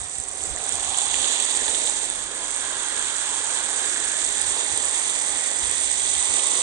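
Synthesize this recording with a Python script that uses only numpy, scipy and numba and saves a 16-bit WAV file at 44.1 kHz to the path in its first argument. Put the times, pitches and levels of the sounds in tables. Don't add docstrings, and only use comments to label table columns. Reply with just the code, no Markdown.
import sys
import numpy as np
from scipy import signal
from scipy.fft import rfft, irfft, next_fast_len
from scipy.io import wavfile
from scipy.ndimage import uniform_filter1d, map_coordinates
from numba import njit

SR = 44100
rng = np.random.default_rng(int(sys.argv[2]) if len(sys.argv) > 2 else 0)


def nominal_scale(level):
    x = np.asarray(level, float) / 20
    return 10 ** x


def transcribe(signal):
    frames = np.atleast_2d(signal).T
    limited = np.clip(frames, -1, 1)
    pcm = np.round(limited * 32767).astype(np.int16)
    wavfile.write(sys.argv[1], SR, pcm)


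N = 291942

# [t/s, right peak level/dB, f/Hz]
CRACKS = [(0.0153, -9.5, 7600), (0.1841, -5, 8500), (0.2005, -4, 7900), (0.2378, -7, 7600),
          (0.2866, -5, 8010), (0.4378, -3, 7640), (0.5627, -5, 7300), (0.6927, 0.5, 8350),
          (0.7234, -1, 7400), (0.9747, -1.2, 7600), (0.9867, 6, 7900), (1.0196, -3, 7600),
          (1.1425, 1, 7400), (1.1649, -0.6, 7600), (1.4017, 1.2, 7850), (1.5731, 1, 7800),
          (1.8711, -2.5, 8180), (1.8979, 2, 7550), (2.1001, 0, 8560), (2.5636, -1.5, 8500),
          (2.6076, -6, 8100), (2.9948, -1, 8080), (3.3454, -4.5, 8500), (4.4155, 2, 8500),
          (4.6141, -11, 7800), (4.7753, 2, 8450), (4.8544, 2, 8400), (5.7129, 3, 8440), (6.5859, -8, 8030),
          (6.6124, -3, 8300)]
# [t/s, right peak level/dB, f/Hz]
SPLATS = [(0.1578, -29, 2720), (0.4066, -20, 3300), (0.6042, -18, 2540), (0.6978, -22, 3370),
          (0.8398, -11, 3280), (0.9459, -8.5, 3320), (1.1426, -3.5, 2880), (1.2441, -3, 3340),
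          (1.4132, -18, 3290), (1.6818, -5.5, 3760), (1.7476, -2.5, 3600), (1.8749, -7, 3660),
          (3.1486, -11, 3610), (6.1514, -6, 3730), (6.3968, -7, 3240), (6.5177, -13, 3530)]
# [t/s,
# right peak level/dB, f/Hz]
PLOPS = [(0.573, -26, 1880), (0.676, -31, 1620), (1.143, -22, 1900), (1.59, -26, 1810),
         (1.603, -23.5, 1850), (1.615, -25, 1750), (1.68, -24, 1760), (3.632, -24, 1670),
         (4.665, -28, 2040), (4.839, -34, 1840), (4.878, -28, 1950)]
# [f/Hz, right level/dB, left level/dB]
SPRAY_TONE = [(4765, -22.5, 0), (5330, -21.5, -10.5), (6074, -10.5, -3.5), (7420, -4.5, 0), (8100, -2.5, 3),
              (8500, 0.5, -4), (9070, -6, -9.5), (9460, -17, -11), (9630, -22.5, -31), (9665, -51.5, -47)]
# [f/Hz, right level/dB, left level/dB]
PATTER_TONE = [(1900, -22.5, -2), (2560, -8.5, -4), (3020, -5, -5), (3200, -2.5, -3.5), (4000, -3, -7),
               (4520, -8.5, 0.5), (4890, -10.5, -14), (4960, -16, -28.5), (5610, -19.5, -10.5)]
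# [f/Hz, right level/dB, left level/dB]
BOOM_TONE = [(158, -11.5, -17.5), (224, -15.5, -4), (245, -4.5, 1.5), (417, -1.5, 5), (677, -1, 1),
             (1020, -22, -11.5), (1510, -13, 1.5), (2600, -10.5, -33)]
# [f/Hz, right level/dB, left level/dB]
BREEZE_TONE = [(12, -1, -25), (33, -7, -2.5), (69, 7.5, 3.5), (115, -4.5, -12), (166, -8, -10),
               (257, -28, -32.5)]
# [f/Hz, right level/dB, left level/dB]
HUM_TONE = [(22, -6, -5.5), (70, 3.5, -11), (143, 1, -5), (201, -10, -16), (274, -4.5, -10)]
SPOT_LAGS = [4.2, 2.86, 5.9, 4.27, 6.8, 7.05, 10.55]
RING_PAN_DB = (-5.5, -7, -3.5)
# [t/s, wall ring f/Hz, upper ring f/Hz, left lag/samples]
WATER_RINGS = [(0, 750, 1870, 1.8), (.7, 770, 1743, 0.77), (1.6, 844, 1847, 1.6), (2.6, 858, 1616, 0.27),
               (3.6, 847, 1640, 0.58), (4.1, 818, 1684, 1.14), (4.5, 840, 1816, 2.6), (5.3, 817, 1906, 3.4),
               (5.8, 828, 1900, 3.8), (6.62, 832, 1996, 4.8)]
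# [t/s, f/Hz]
PATTER_RING = [(0.6, 3640), (0.9, 3450), (1.55, 3540), (1.81, 3750), (2.3, 3480), (3.3, 3420), (4.1, 3594),
               (5.3, 3490), (6.62, 3620)]
# [t/s, spray level/dB, part on the bare wall level/dB]
JETS = [(0.0, -34.5, -12), (.18, -32.5, -16), (.27, -36, -13), (.46, -30, -15), (.56, -34, -10.5),
        (.74, -28, -11), (.9, -27, -10), (1.31, -23.5, -7), (1.55, -26, -9), (1.85, -25, -10.5),
        (2.3, -33, -10), (2.55, -29, -11), (2.9, -29, -9), (3.25, -27, -11), (4.6, -26.5, -10.5),
        (5.05, -25, -12), (5.5, -26.5, -12), (6.3, -23.5, -11.5)]
# [t/s, floor drumming level/dB, then relative to it: far wall level/dB,
# wet cloth level/dB, plunge into the pool level/dB]
LANDING = [(0.0, -52, 5.5, 4.5, -0.5), (.2, -49.5, -1, -2, -3), (.6, -42, -2.5, -4.5, -7),
           (.94, -42.5, 6, 3.5, -4), (1.3, -41.5, -.5, -1.5, -.6), (1.85, -39.5, -3, -4.5, -4),
           (2.2, -45, -4, -2.5, -1.5), (2.65, -43.5, -2.5, 3, 4), (3.2, -45.5, -1, 3.5, 4),
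           (3.52, -42, 1.5, 0, 2), (4.1, -42, -6, -3, 3.5), (4.7, -42.5, 0, 0.5, 0),
           (5.35, -42, -2.3, -0.7, 0.7), (5.9, -44, -3, -1.5, 3), (6.15, -44, .3, -1.5, 0.3),
           (6.4, -40.5, -3.5, -0.3, -0.5), (6.62, -39, -8, -0.5, -8)]
# [t/s, peak level/dB, length/s, left minus right level/dB]
GUSTS = [(0.0, -47, 0.099, 2), (.18, -48, 0.067, -21), (0.313, -57, 0.13, 16), (0.502, -46, .13, -10),
         (0.59, -54, 0.081, 12), (.83, -51, .06, 14), (.74, -50, 0.099, -22), (.88, -45.5, 0.072, -15),
         (1.13, -49.5, 0.16, -26), (1.66, -58, .2, 12), (2.2, -58, 0.18, 11), (3.03, -58, .07, 14),
         (3.36, -62, 0.11, -15), (4.06, -58, .07, 3), (4.3, -55, 0.11, 14), (4.45, -55, 0.25, -12),
         (4.74, -50.5, 0.066, -23), (4.832, -58, .1, 14), (5.05, -58, 0.075, -13), (5.362, -56, 0.13, 14),
         (5.673, -49, 0.095, 20), (5.82, -58, 0.071, 14), (5.88, -58, 0.19, -11), (6.03, -55, .12, 16),
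         (6.2, -51.5, 0.23, -27), (6.32, -53, .08, -17)]
# [t/s, f/Hz, level/dB]
DRONE = [
    (0, 36.5, -80),
    (1.45, 36.3, -75),
    (1.7, 35.9, -56.5),
    (2.85, 34.1, -60),
    (3.4, 33, -63.5),
    (4.2, 33.2, -64),
    (4.7, 32.4, -70),
    (6.62, 32.5, -73),
]
SLIVERS = [1.5, 1.55, 2.11, 2.2, 2.25, 2.36, 2.47, 2.53, 2.62, 2.7, 2.84, 3.17, 3.26, 3.32, 3.431, 3.59,
           3.85, 4.11, 4.37, 4.48, 4.64, 4.85, 5.339, 5.388]


def columns(table):
    s, *rest = np.transpose(table)
    return [np.interp(np.arange(N) / SR, s, c) for c in rest]


def unit(x):
    return x / np.sqrt(np.mean(x ** 2, axis=-1, keepdims=True))


def colour(x, tone):
    size = next_fast_len(N)
    log_f = np.log(np.arange(size // 2 + 1) * SR / size + 1)
    hz, right_db, left_db = np.transpose(tone)
    gain = [nominal_scale(np.interp(log_f, np.log(hz), db, left=-90, right=-90)) for db in (left_db, right_db)]
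    return irfft(rfft(x, size) * gain, size)[:, :N]


def place(db, pan_db):
    pair = nominal_scale(np.array([pan_db, -pan_db]) / 2)
    return nominal_scale(db) * pair / np.sqrt(np.mean(pair ** 2, axis=0))


def walk(rate):
    hold = int(SR / rate)
    steps = np.repeat(rng.standard_normal(N // hold + 1), hold)
    return uniform_filter1d(uniform_filter1d(steps, hold), hold)[:N]


@njit
def resonator(x, hz, width):
    y, band, low = np.empty(len(x)), 0., 0.
    for i in range(len(x)):
        g, damping = np.tan(np.pi * hz[i] / SR), width / hz[i]
        v = (band + g * (x[i] - low)) / (1 + g * (g + damping))
        band, low = 2 * v - band, low + 2 * g * v
        y[i] = damping * v
    return y


def ring(x, hz, width):
    return unit(np.array([resonator(resonator(side, hz, width), hz, width) for side in x]))


def rain(share, scatter_db, clump, stray, tint):
    size = next_fast_len(N)
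    turn = -2j * np.pi * np.arange(size // 2 + 1) / size
    left = right = 0
    for k, lag in enumerate(SPOT_LAGS):
        hit = (rng.random(N) < share) * np.sign(rng.standard_normal(N))
        rank = np.minimum(rng.exponential(size=N), 5)
        spot = rfft(hit * nominal_scale(scatter_db * rank), size)
        ripple = np.cos(2 * np.pi * k / len(SPOT_LAGS) - 11.48 * turn.imag)
        spot *= np.sqrt(1 + min(tint, 1) * ripple)
        left, right = left + spot * np.exp(turn * lag), right + spot
    pair = unit(irfft(np.array([left, right]), size)[:, :N])
    pair[0] += stray * rng.standard_normal(N)
    return pair * clump


def spray():
    fine_db, wall_part_db = columns(JETS)
    wall_db = fine_db + wall_part_db
    fine_pan = -13 - 0.2 * (fine_db + 27.5)
    wall_pan = -4 - 1.1 * (wall_part_db + 11.0)
    surge = 0.32 * walk(11) + 0.18 * walk(45) + 0.77 * walk(160)
    fine_clump = nominal_scale(surge + 0.17 * walk(30) + 1.17 * walk(400))
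    fine = colour(rain(.025, 3.14, fine_clump, stray=0.92, tint=0.72), SPRAY_TONE)
    on_wall = np.clip(0.041 * uniform_filter1d(wall_part_db + 11.0, SR // 4), -.4, .6)
    weight = np.std(fine, axis=1, keepdims=True) * ring(fine, np.full(N, 6700.), 1600.0)
    fine = fine + on_wall * weight
    wall_clump = nominal_scale(0.81 * surge + 0.35 * walk(20))
    wall = unit(colour(rain(.025, 3.2, wall_clump, stray=0.69, tint=0.43), PATTER_TONE))
    wall = wall + nominal_scale(-10.5) * ring(wall, columns(PATTER_RING)[0], 900.0)
    return unit(fine) * place(fine_db + 2.5, fine_pan) + unit(wall) * place(wall_db + 3.5, wall_pan)


def bucket():
    boom_db, hollow_db, cloth_db, plunge_db = columns(LANDING)
    wall_hz, upper_hz, _ = columns(WATER_RINGS)
    boom_pan, wall_pan, middle_pan = np.outer(RING_PAN_DB, np.ones(N))
    upper_pan = np.full(N, -6.5)
    slosh = nominal_scale(.5 * walk(4.4) + 1.1 * walk(11))
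    drum = rain(.03, 1.6, slosh, stray=0.37, tint=0.12)
    other = [np.roll(drum, k * N // 4, axis=1) for k in range(4)]
    middle_hz = 1060 * (1 + 0.011 * walk(2.8))
    boom = unit(colour(drum, BOOM_TONE))
    wall = ring(other[1], wall_hz, 170.0)
    middle = ring(other[2], middle_hz, 430.0)
    upper = ring(other[3], upper_hz, 910.0) + nominal_scale(-14) * ring(other[3], upper_hz, 167)
    return (boom * place(boom_db + 0.67, boom_pan)
            + wall * place(boom_db + hollow_db - .6, wall_pan)
            + middle * place(boom_db + cloth_db + 0.15, middle_pan)
            + upper * place(boom_db + plunge_db + 2.0, upper_pan))


def breeze():
    t, calm = np.arange(N) / SR, np.zeros(N)
    power = place(calm - 70.5, calm) ** 2
    for s, peak_db, length, pan_db in GUSTS:
        swell = np.exp(-(2.5 * (t - s) / length) ** 2)
        power = power + place(peak_db, np.array([pan_db])) ** 2 * swell
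    gusts = rng.standard_normal((2, N)) * nominal_scale(2.0 * np.array([walk(19), walk(23)]))
    hum = rng.standard_normal(N) + 0.1 * rng.standard_normal((2, N))
    wind = unit(colour(gusts, BREEZE_TONE)) * np.sqrt(power) * nominal_scale(6.0)
    return wind + nominal_scale(-59.0) * unit(colour(hum, HUM_TONE))


def drone():
    hz, db = columns(DRONE)
    return np.sqrt(2) * nominal_scale(db) * np.sin(2 * np.pi * np.cumsum(hz) / SR)


def single_drops(table, ms, pan_db, lag, trim_db):
    out = np.zeros((2, N + 600))
    n = np.arange(-200, 200)
    for s, right_db, hz in table:
        for ear, (late, db) in enumerate(((lag, right_db + pan_db), (0, right_db))):
            t = (n - late) / SR
            swell = np.exp(-4 * np.log(2) * (1000 * t / ms) ** 2)
            out[ear, int(s * SR) + 200 + n] += nominal_scale(db + trim_db) * swell * np.cos(2 * np.pi * hz * t)
    return out[:, 200:N + 200]


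def big_drops():
    return (single_drops(CRACKS, ms=0.64, pan_db=-18, lag=7.5, trim_db=-3.5)
            + single_drops(SPLATS, ms=0.8, pan_db=-27, lag=7.5, trim_db=-5)
            + single_drops(PLOPS, ms=3.5, pan_db=-7.5, lag=6, trim_db=0))


def scene():
    water = spray()
    heard_at = np.arange(N) - columns(WATER_RINGS)[2]
    water[0] = map_coordinates(water[0], [heard_at], order=3, mode="nearest")
    return water + bucket() + breeze() + drone() + big_drops()


def top_cut(x):
    return signal.sosfilt(signal.butter(12, 10900, fs=SR, output="sos"), x)


def record(dry):
    low_pass = signal.ellip(12, .2, 90, 9650, fs=SR, output="sos")
    cut = signal.sosfilt(low_pass, np.tanh(dry))
    near = np.min(np.abs(np.arange(N) / SR - np.array(SLIVERS)[:, None]), axis=0)
    gate = np.sin(np.pi / 2 * np.clip(2.5 - near / 0.0086, 0, 1)) ** 2
    top_band = signal.ellip(6, 1, 80, (10250, 10850), "band", fs=SR, output="sos")
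    hiss = unit(signal.sosfilt(top_band, rng.standard_normal(N)))
    cut[1] += nominal_scale(-54.5) * hiss * gate
    return top_cut(cut)


dry = scene()
out = record(dry)
transcribe(out)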